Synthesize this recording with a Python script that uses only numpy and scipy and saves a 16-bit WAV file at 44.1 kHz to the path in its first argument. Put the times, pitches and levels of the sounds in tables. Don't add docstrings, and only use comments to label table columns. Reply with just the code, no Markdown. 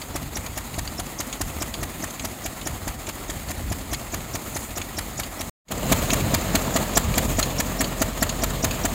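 import sys
import numpy as np
from scipy import signal
from scipy.fft import rfft, irfft, next_fast_len
from scipy.io import wavfile
from scipy.ndimage import uniform_filter1d, map_coordinates

SR = 44100
rng = np.random.default_rng(int(sys.argv[2]) if len(sys.argv) > 2 else 0)


def transcribe(signal):
    frames = np.atleast_2d(signal).T
    limited = np.clip(frames, -1, 1)
    pcm = np.round(limited * 32767).astype(np.int16)
    wavfile.write(sys.argv[1], SR, pcm)


def to_linear_factor(level_db):
    exponent = np.asarray(level_db, float) / 20
    return 10 ** exponent


N = 394236

MOVE_S = 5.6
# time_s, gain_db
MUTE = [
    (5.4965, -0.5),
    (5.497, -60),
    (5.53, -90),
    (5.64, -92),
    (5.655, -45),
    (5.72, -6),
    (5.9, 0),
]

# freq_hz, level_db (per Hz)
WIND_LEVEL = [(0, -39), (0.75, -34.5), (1.2, -40.5), (1.45, -32.5), (1.8, -36), (2.05, -44), (2.5, -36.5),
              (3.25, -39), (3.5, -34), (3.95, -36), (5.5, -41.5), (5.7, -30.5), (6.2, -29.5), (6.98, -40),
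              (7.1, -23.5), (7.36, -25.5), (7.52, -36), (8.94, -34)]
WIND_COLOUR = [(13, -33), (22, 2), (70, 9), (178, -2), (252, -8.5), (300, -10), (390, -37), (660, -120)]

# multiple, level_db
FAN_ORDERS = [
    (1, 2),
    (2, -7.5),
    (3, -7),
    (4, -10),
]
FAN_HZ = 45.17
BEAT_START_S, BEAT_S, BEAT_ORDER_DB = .3, 2.05, -2

# delay_s (after a firing), level_db
JOLTS = [
    (0.045, -5),
    (0.123, -14.5),
    (.178, -8.5),
]

# time_s, level_db
CROP_LOAD = [
    (0, -39.5),
    (1.5, -38),
    (2.3, -38),
    (2.7, -39),
    (5.5, -38),
    (5.7, -28.5),
    (6.5, -29.5),
    (7.3, -31),
    (8.3, -33),
    (8.94, -32.5),
]
# freq_hz, level_db (per Hz)
DRUM_ROAR = [
    [(71, -14.5), (120, -7), (264, -3.5), (449, -10), (715, -7.5), (925, -11), (1320, -11.5), (1520, -17.5), (1940, -13.5), (2760, -18.5), (4400, -20), (5600, -27), (7280, -52), (12300, -120)],
    [(71, -51), (120, -4), (225, -3), (394, -9.5), (639, -6.5), (787, -12), (1240, -13), (1470, -19.5), (1730, -16.5), (2940, -20.5), (4190, -21.5), (5600, -31.5), (7280, -61), (12300, -120)],
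]
# freq_hz, level_db (per Hz)
CHAFF_HISS = [
    [(2940, -24), (5000, -15.5), (5860, -15.5), (6390, -1), (7030, 0.5), (8980, -5.5), (12300, -7), (13900, -4.5), (15200, -4.5), (15800, -12.5)],
    [(2940, -33), (5000, -13), (5830, -16), (6480, -2.5), (7100, -1), (9020, -10.5), (12300, -11.5), (13600, -6.5), (15200, -8.5), (15800, -11)],
]
HISS_UNDER_ROAR = [-4, -6.5]
# time_s, gain_db, half_width_s
CHAFF_PUFFS = [
    (1.48, 1, 0.068),
    (4.578, 4.5, 0.071),
    (6.0, 1.5, 0.12),
    (7.3, 3, 0.077),
    (8.94, 1.5, 0.26),
]

# start_s, peak_db, ring_hz
JOINT_CLACKS = [(0.0166, -20, 4630), (0.4626, -24, 2370), (0.875, -21.5, 4700), (1.3271, -17.5, 2300),
                (1.74, -18.5, 4660), (2.1954, -21.5, 2340), (2.613, -23.5, 3760), (3.0688, -25, 2440),
                (3.486, -25, 4530), (3.943, -19.5, 2230), (4.8155, -20.5, 2320), (5.2338, -19.5, 4400),
                (5.683, -10.5, 2190), (6.103, -10, 2620), (7.4274, -10.5, 4200), (7.8423, -17, 4490),
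                (8.2928, -14.5, 4300), (8.7094, -15.5, 2570)]
GUARD_RING = [-12, -4.5]
LAP_START_S, LAP_S = .25, .87
# start_s, peak_db
POD_HITS = [(0.5327, -33), (0.741, -25.5), (3.237, -36), (4.204, -31), (4.282, -34), (6.2047, -22),
            (6.2951, -31), (7.1392, -20), (7.503, -23), (8.132, -29.5), (8.6844, -37), (8.8064, -29)]
POD_HZ, POD_BRIGHT_DB = 2300, -10
# freq_hz, level_db (per Hz)
CLACK_CRACK = [(900, -17), (2000, -0.5), (3000, 3.5), (4500, 2), (5700, -10), (6800, -0.5), (8500, -7),
               (12000, -14.5), (15900, -17)]
# freq_hz, level_db (per Hz)
BELT_SCUFF = [(4000, -39.5), (4800, -2.5), (5500, -0.5), (6200, 0), (7200, 3), (8500, -35)]
SLIP_LEAD = [.004, .006]
SLIP_BASE_HZ, SLIP_LEAD_S_PER_KHZ2, SLIP_LENGTH_S = 5030, .002, .009

# start_s, strength_db, slip_db, slip_pitch_hz
FAR_FIRINGS = [(0.1526, -26.5, -37, 5470), (0.3628, -27.5, -26.5, 5800), (0.5712, -27, -38, 6385),
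               (0.7801, -26.5, -40, 7470), (0.9902, -27, -30, 5360), (1.1974, -25.5, -28, 6350),
               (1.406, -25, -37, 6320), (1.6147, -25.5, -30.5, 5380), (1.825, -27, -35, 6550),
               (2.0338, -27.5, -29, 6340), (2.2424, -27, -35, 7600), (2.4533, -27, -32, 6600),
               (2.6638, -26.5, -29.5, 5580), (2.873, -26, -40, 7160), (3.083, -29, -35, 7260),
               (3.2935, -28.5, -39, 6500), (3.5037, -29.5, -37, 6400), (3.7144, -27, -31, 7040),
               (3.9256, -26, -35, 6440), (4.1354, -26, -32, 6750), (4.3461, -26, -30, 5700),
               (4.5592, -27, -32, 6370), (4.7688, -28, -32, 5800), (4.9797, -26.5, -28.5, 5420),
               (5.1909, -26.5, -27.5, 6940), (5.4024, -25.5, -32.5, 5580)]
# start_s, strength_db, slip_db, slip_pitch_hz
NEAR_FIRINGS = [(5.708, -18.5, -38, 6770), (5.9164, -14.5, -32, 7390), (6.127, -18, -24, 6300),
                (6.3366, -17.5, -37, 7300), (6.547, -17.5, -33.5, 7060), (6.7565, -17.5, -23, 6900),
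                (6.966, -17, -21.5, 5640), (7.175, -18, -26.5, 7500), (7.3853, -18, -28.5, 6750),
                (7.5951, -20, -25, 5560), (7.8026, -19.5, -26.5, 5550), (8.0126, -18, -30.5, 6470),
                (8.2214, -18, -28.5, 5520), (8.4298, -20, -27.5, 5700), (8.638, -18.5, -24.5, 5800),
                (8.8463, -19.5, -27, 5800)]
ALL_FIRINGS = FAR_FIRINGS + NEAR_FIRINGS
# delay_s, size
POP_ECHOES = [
    [(0, 1), (.00305, .8), (.0103, .35)],
    [(0, 1), (.00305, .45), (.0043, .72), (.0076, .55), (.0108, .25), (.0152, .3)],
]
# ring_hz, level_db, t60_s
SILENCER = [
    (241, -14.5, .07),
    (685, -16, 0.039),
    (1120, -19, .03),
]
# freq_hz, level_db (per Hz)
GAS_JET = [
    [(410, -37.5), (700, -3), (1410, -4), (1860, -1), (2820, -11), (4750, -7), (5700, -8), (7020, 0.5), (8540, -10.5), (9600, -6.5), (12100, -10.5), (13500, -8.5), (15800, -19.5)],
    [(410, -9.5), (700, -5.5), (1880, -1), (2230, -5), (3170, -11), (4510, -4), (5410, -13), (7210, 3.5), (8760, -10.5), (9730, -8.5), (12300, -11), (13500, -5.5), (15800, -11.5)],
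]
# freq_hz, level_db (per Hz)
GAS_TAIL = [(400, -34), (900, 4.5), (1800, -2.5), (3000, -1.5), (5000, -14), (8000, -37.5)]
POP_LEAD_S = .002


def unit(x):
    return x / np.sqrt(np.mean(x ** 2) + 1e-20)


def curves(rows):
    s, *cols = np.transpose(rows)
    return [np.interp(np.arange(N) / SR, s, c) for c in cols]


def wobble(rate):
    return map_coordinates(rng.standard_normal(int(N * rate / SR) + 4), [np.arange(N) * rate / SR])


def coloured(x, spectrum):
    m = next_fast_len(N + 8192)
    f, db = np.transpose(spectrum)
    gain = to_linear_factor(np.interp(np.log(np.fft.rfftfreq(m, 1 / SR) + 1), np.log(f + 1), db))
    return unit(irfft(rfft(x, m) * gain, m)[:N])


def by_place(x, spectra):
    far, near = coloured(x, spectra[0]), coloured(x, spectra[1])
    return np.where(np.arange(N) < MOVE_S * SR, far, near)


def patchy(patchy_db, size=512):
    z = signal.stft(rng.standard_normal(N), nperseg=size)[2]
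    field = uniform_filter1d(rng.standard_normal(z.shape), 6 * size // 512 + 1, 0)
    field = uniform_filter1d(field, 6, 1)
    return signal.istft(z * to_linear_factor(patchy_db * unit(field)), nperseg=size)[1][:N]


def add(track, s, sound):
    part = track[max(round(s * SR), 0):][:len(sound)]
    part += sound[:len(part)]


def bump(t, centre, width):
    return np.exp(-.5 * ((t - centre) / width) ** 2)


def wind():
    rumble = coloured(patchy(1.1) * to_linear_factor(2.5 * wobble(16)), WIND_COLOUR)
    return to_linear_factor(curves(WIND_LEVEL)[0]) * rumble


def fan():
    t = np.arange(N) / SR
    near = t > MOVE_S
    beat = np.abs(np.sin(np.pi * (t - BEAT_START_S) / BEAT_S))
    swell = np.where(near, to_linear_factor(-34), to_linear_factor(-42.5) * beat)
    turn = 2 * np.pi * np.cumsum(FAN_HZ * (1 + 0.004 * wobble(3.07))) / SR
    hum = np.zeros(N)
    for k, level in FAN_ORDERS:
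        order_db = level + ~near * (k - 1) * BEAT_ORDER_DB
        hum += to_linear_factor(order_db + 1.1 * k * wobble(4)) * np.sin(k * turn)
    return to_linear_factor(1.5) * swell * hum


def rattle(rate, spread_db):
    hits = (rng.random(N) < rate / SR) * to_linear_factor(spread_db * np.minimum(rng.exponential(size=N), 2))
    return signal.fftconvolve(hits, to_linear_factor(-60 * np.arange(2000) / SR / 0.017))[:N]


def sieve():
    out, t = np.zeros(N), np.arange(SR // 25) / SR
    for s, *_ in ALL_FIRINGS:
        for lag, db in JOLTS:
            jolt_db = db + 4 * rng.standard_normal()
            add(out, s + lag - .02, to_linear_factor(jolt_db) * bump(t, 0.022, 0.0026))
    return out


def drum():
    t = np.arange(N) / SR
    roar_db = curves(CROP_LOAD)[0]
    hiss_db = roar_db + np.where(t > MOVE_S, HISS_UNDER_ROAR[1], HISS_UNDER_ROAR[0])
    for s, db, width in CHAFF_PUFFS:
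        hiss_db = hiss_db + db * bump(t, s, width)
    shake = 0.81 * wobble(40)
    knocks = 1 + .36 * (rattle(70, 0.85) + sieve())
    roar = by_place(patchy(1.1) * to_linear_factor(1.5 * shake) * knocks, DRUM_ROAR)
    hiss = by_place(patchy(1.1) * to_linear_factor(1.4 * shake) * knocks, CHAFF_HISS)
    return to_linear_factor(roar_db + 1.48) * roar + to_linear_factor(hiss_db + 1.1) * hiss


def clacks():
    out, crack, t = np.zeros(N), np.zeros(N), np.arange(SR // 20) / SR
    strikes = [(s, db, POD_HZ, POD_BRIGHT_DB) for s, db in POD_HITS]
    for s, db, hz in JOINT_CLACKS:
        at_engine = (s - LAP_START_S) / LAP_S % 1 < .5
        strikes.append((s, db, hz, GUARD_RING[int(at_engine)]))
    rise = 1 - np.exp(-t / 0.00051)
    for s, db, hz, bright_db in strikes:
        drift = np.cumsum(rng.standard_normal((2, len(t))), axis=1) * 0.13
        plate = to_linear_factor(-5) * np.sin(2 * np.pi * hz * t + drift[0])
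        guard = to_linear_factor(bright_db + 5) * np.sin(2 * np.pi * 6750 * t + drift[1])
        ping = np.sin(2 * np.pi * hz * t)
        add(out, s, to_linear_factor(db - 6.5 - 60 * t / 0.061) * rise * (plate + guard))
        add(out, s - .001, to_linear_factor(db - 8.5 - 60 * t / 0.025) * rise * ping)
        add(crack, s, to_linear_factor(db - 6.5 - 60 * t / 0.044) * rise)
    grit = to_linear_factor(2.4 * wobble(700)) * rng.standard_normal(N)
    return out + crack * coloured(grit, CLACK_CRACK)


def belt_slip():
    out, scuff, t = np.zeros(N), np.zeros(N), np.arange(SR // 20) / SR
    for s, _, db, hz in ALL_FIRINGS:
        long, rub = rng.standard_normal(2)
        drift = np.cumsum(rng.standard_normal(len(t))) * 0.13
        flutter = to_linear_factor(2.7 * np.sin(2 * np.pi * 310 * t + drift))
        lead = SLIP_LEAD[int(s > MOVE_S)] + SLIP_LEAD_S_PER_KHZ2 * ((hz - SLIP_BASE_HZ) / 1000) ** 2
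        length = SLIP_LENGTH_S * to_linear_factor(1.5 * long)
        squeal = np.sin(2 * np.pi * hz * (t + 1.2 * (t - .025) ** 2) + drift)
        add(out, s - lead - .025, to_linear_factor(db) * flutter * bump(t, 0.026, length / 2.5) * squeal)
        add(scuff, s - .025, to_linear_factor(db - 7 + 2.1 * rub) * bump(t, 0.023, 0.0068))
    grit = to_linear_factor(2.4 * wobble(700)) * rng.standard_normal(N)
    return out + scuff * coloured(grit, BELT_SCUFF)


def pressure_front(t, at):
    undershoot = .45 * bump(t, at + .0008, .00035)
    returned = .8 * bump(t, at + .0021, .0004)
    return bump(t, at, .00032) - undershoot - returned


def engine():
    pops, breath, tail, t = np.zeros(N), np.zeros(N), np.zeros(N), np.arange(SR // 8) / SR
    for s, jet_db, *_ in ALL_FIRINGS:
        near = int(s > MOVE_S)
        chance = rng.standard_normal(8)
        pop_db = jet_db - .4
        pop = np.zeros(len(t))
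        for (lag, size), c in zip(POP_ECHOES[near], chance):
            pop += size * to_linear_factor(c) * pressure_front(t, POP_LEAD_S + lag)
        thump = to_linear_factor(-7.5 - 2 * near) * bump(t, .03, .006) * np.sin(2 * np.pi * 70 * (t - .032))
        shut = bump(t, 0.0804, 0.0059) * np.sin(2 * np.pi * 235 * (t - .074))
        shut = to_linear_factor(-14 + 2.5 * chance[6]) * shut
        add(pops, s - POP_LEAD_S, to_linear_factor(pop_db + 9.5) * (pop + thump + shut))
        for (hz, db, t60), c in zip(SILENCER, chance[3:]):
            add(pops, s, to_linear_factor(pop_db + 9 + db + 2 * c - 60 * t / t60) * np.sin(2 * np.pi * hz * t))
        jet = np.where(t < .0095, bump(t, 0.008, 0.0027), bump(t, 0.011, 0.0042))
        valve_puff = to_linear_factor(-16 + 1.8 * chance[7]) * bump(t, 0.0753, 0.0065)
        add(breath, s, to_linear_factor(jet_db + 4.5) * (jet + valve_puff))
        add(tail, s, to_linear_factor(jet_db - 6) * bump(t, 0.013, 0.0073))
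    turbulence = to_linear_factor(2.6 * wobble(900) + 1.85 * wobble(300)) * patchy(2.9, size=128)
    gas = by_place(turbulence, GAS_JET)
    gas = unit(gas - .45 * np.roll(gas, round(.00195 * SR)))
    return pops + breath * gas + tail * coloured(rng.standard_normal(N), GAS_TAIL)


def scene():
    echo = np.zeros(SR // 10)
    echo[[0, 410, 950, 1900]] = 0.68, 0.066, 0.047, 0.04
    chug = signal.fftconvolve(engine(), echo)[:N]
    return (wind() + fan() + drum() + clacks() + belt_slip() + chug)[None]


def band_limit(x):
    return signal.sosfilt(signal.butter(12, 16990, fs=SR, output="sos"), x)


def record(dry):
    x = signal.sosfilt(signal.butter(2, 32, "high", fs=SR, output="sos"), dry)
    x = x * to_linear_factor(curves(MUTE)[0])
    top_hz, edge_hz = 15850, 120
    m = next_fast_len(N)
    slope = np.clip((top_hz + edge_hz / 2 - np.fft.rfftfreq(m, 1 / SR)) / edge_hz, 0, 1) ** 2
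    mix = irfft(rfft(x, m) * slope, m)[:, :N]
    return band_limit(mix)


dry = scene()
out = record(dry)
transcribe(out)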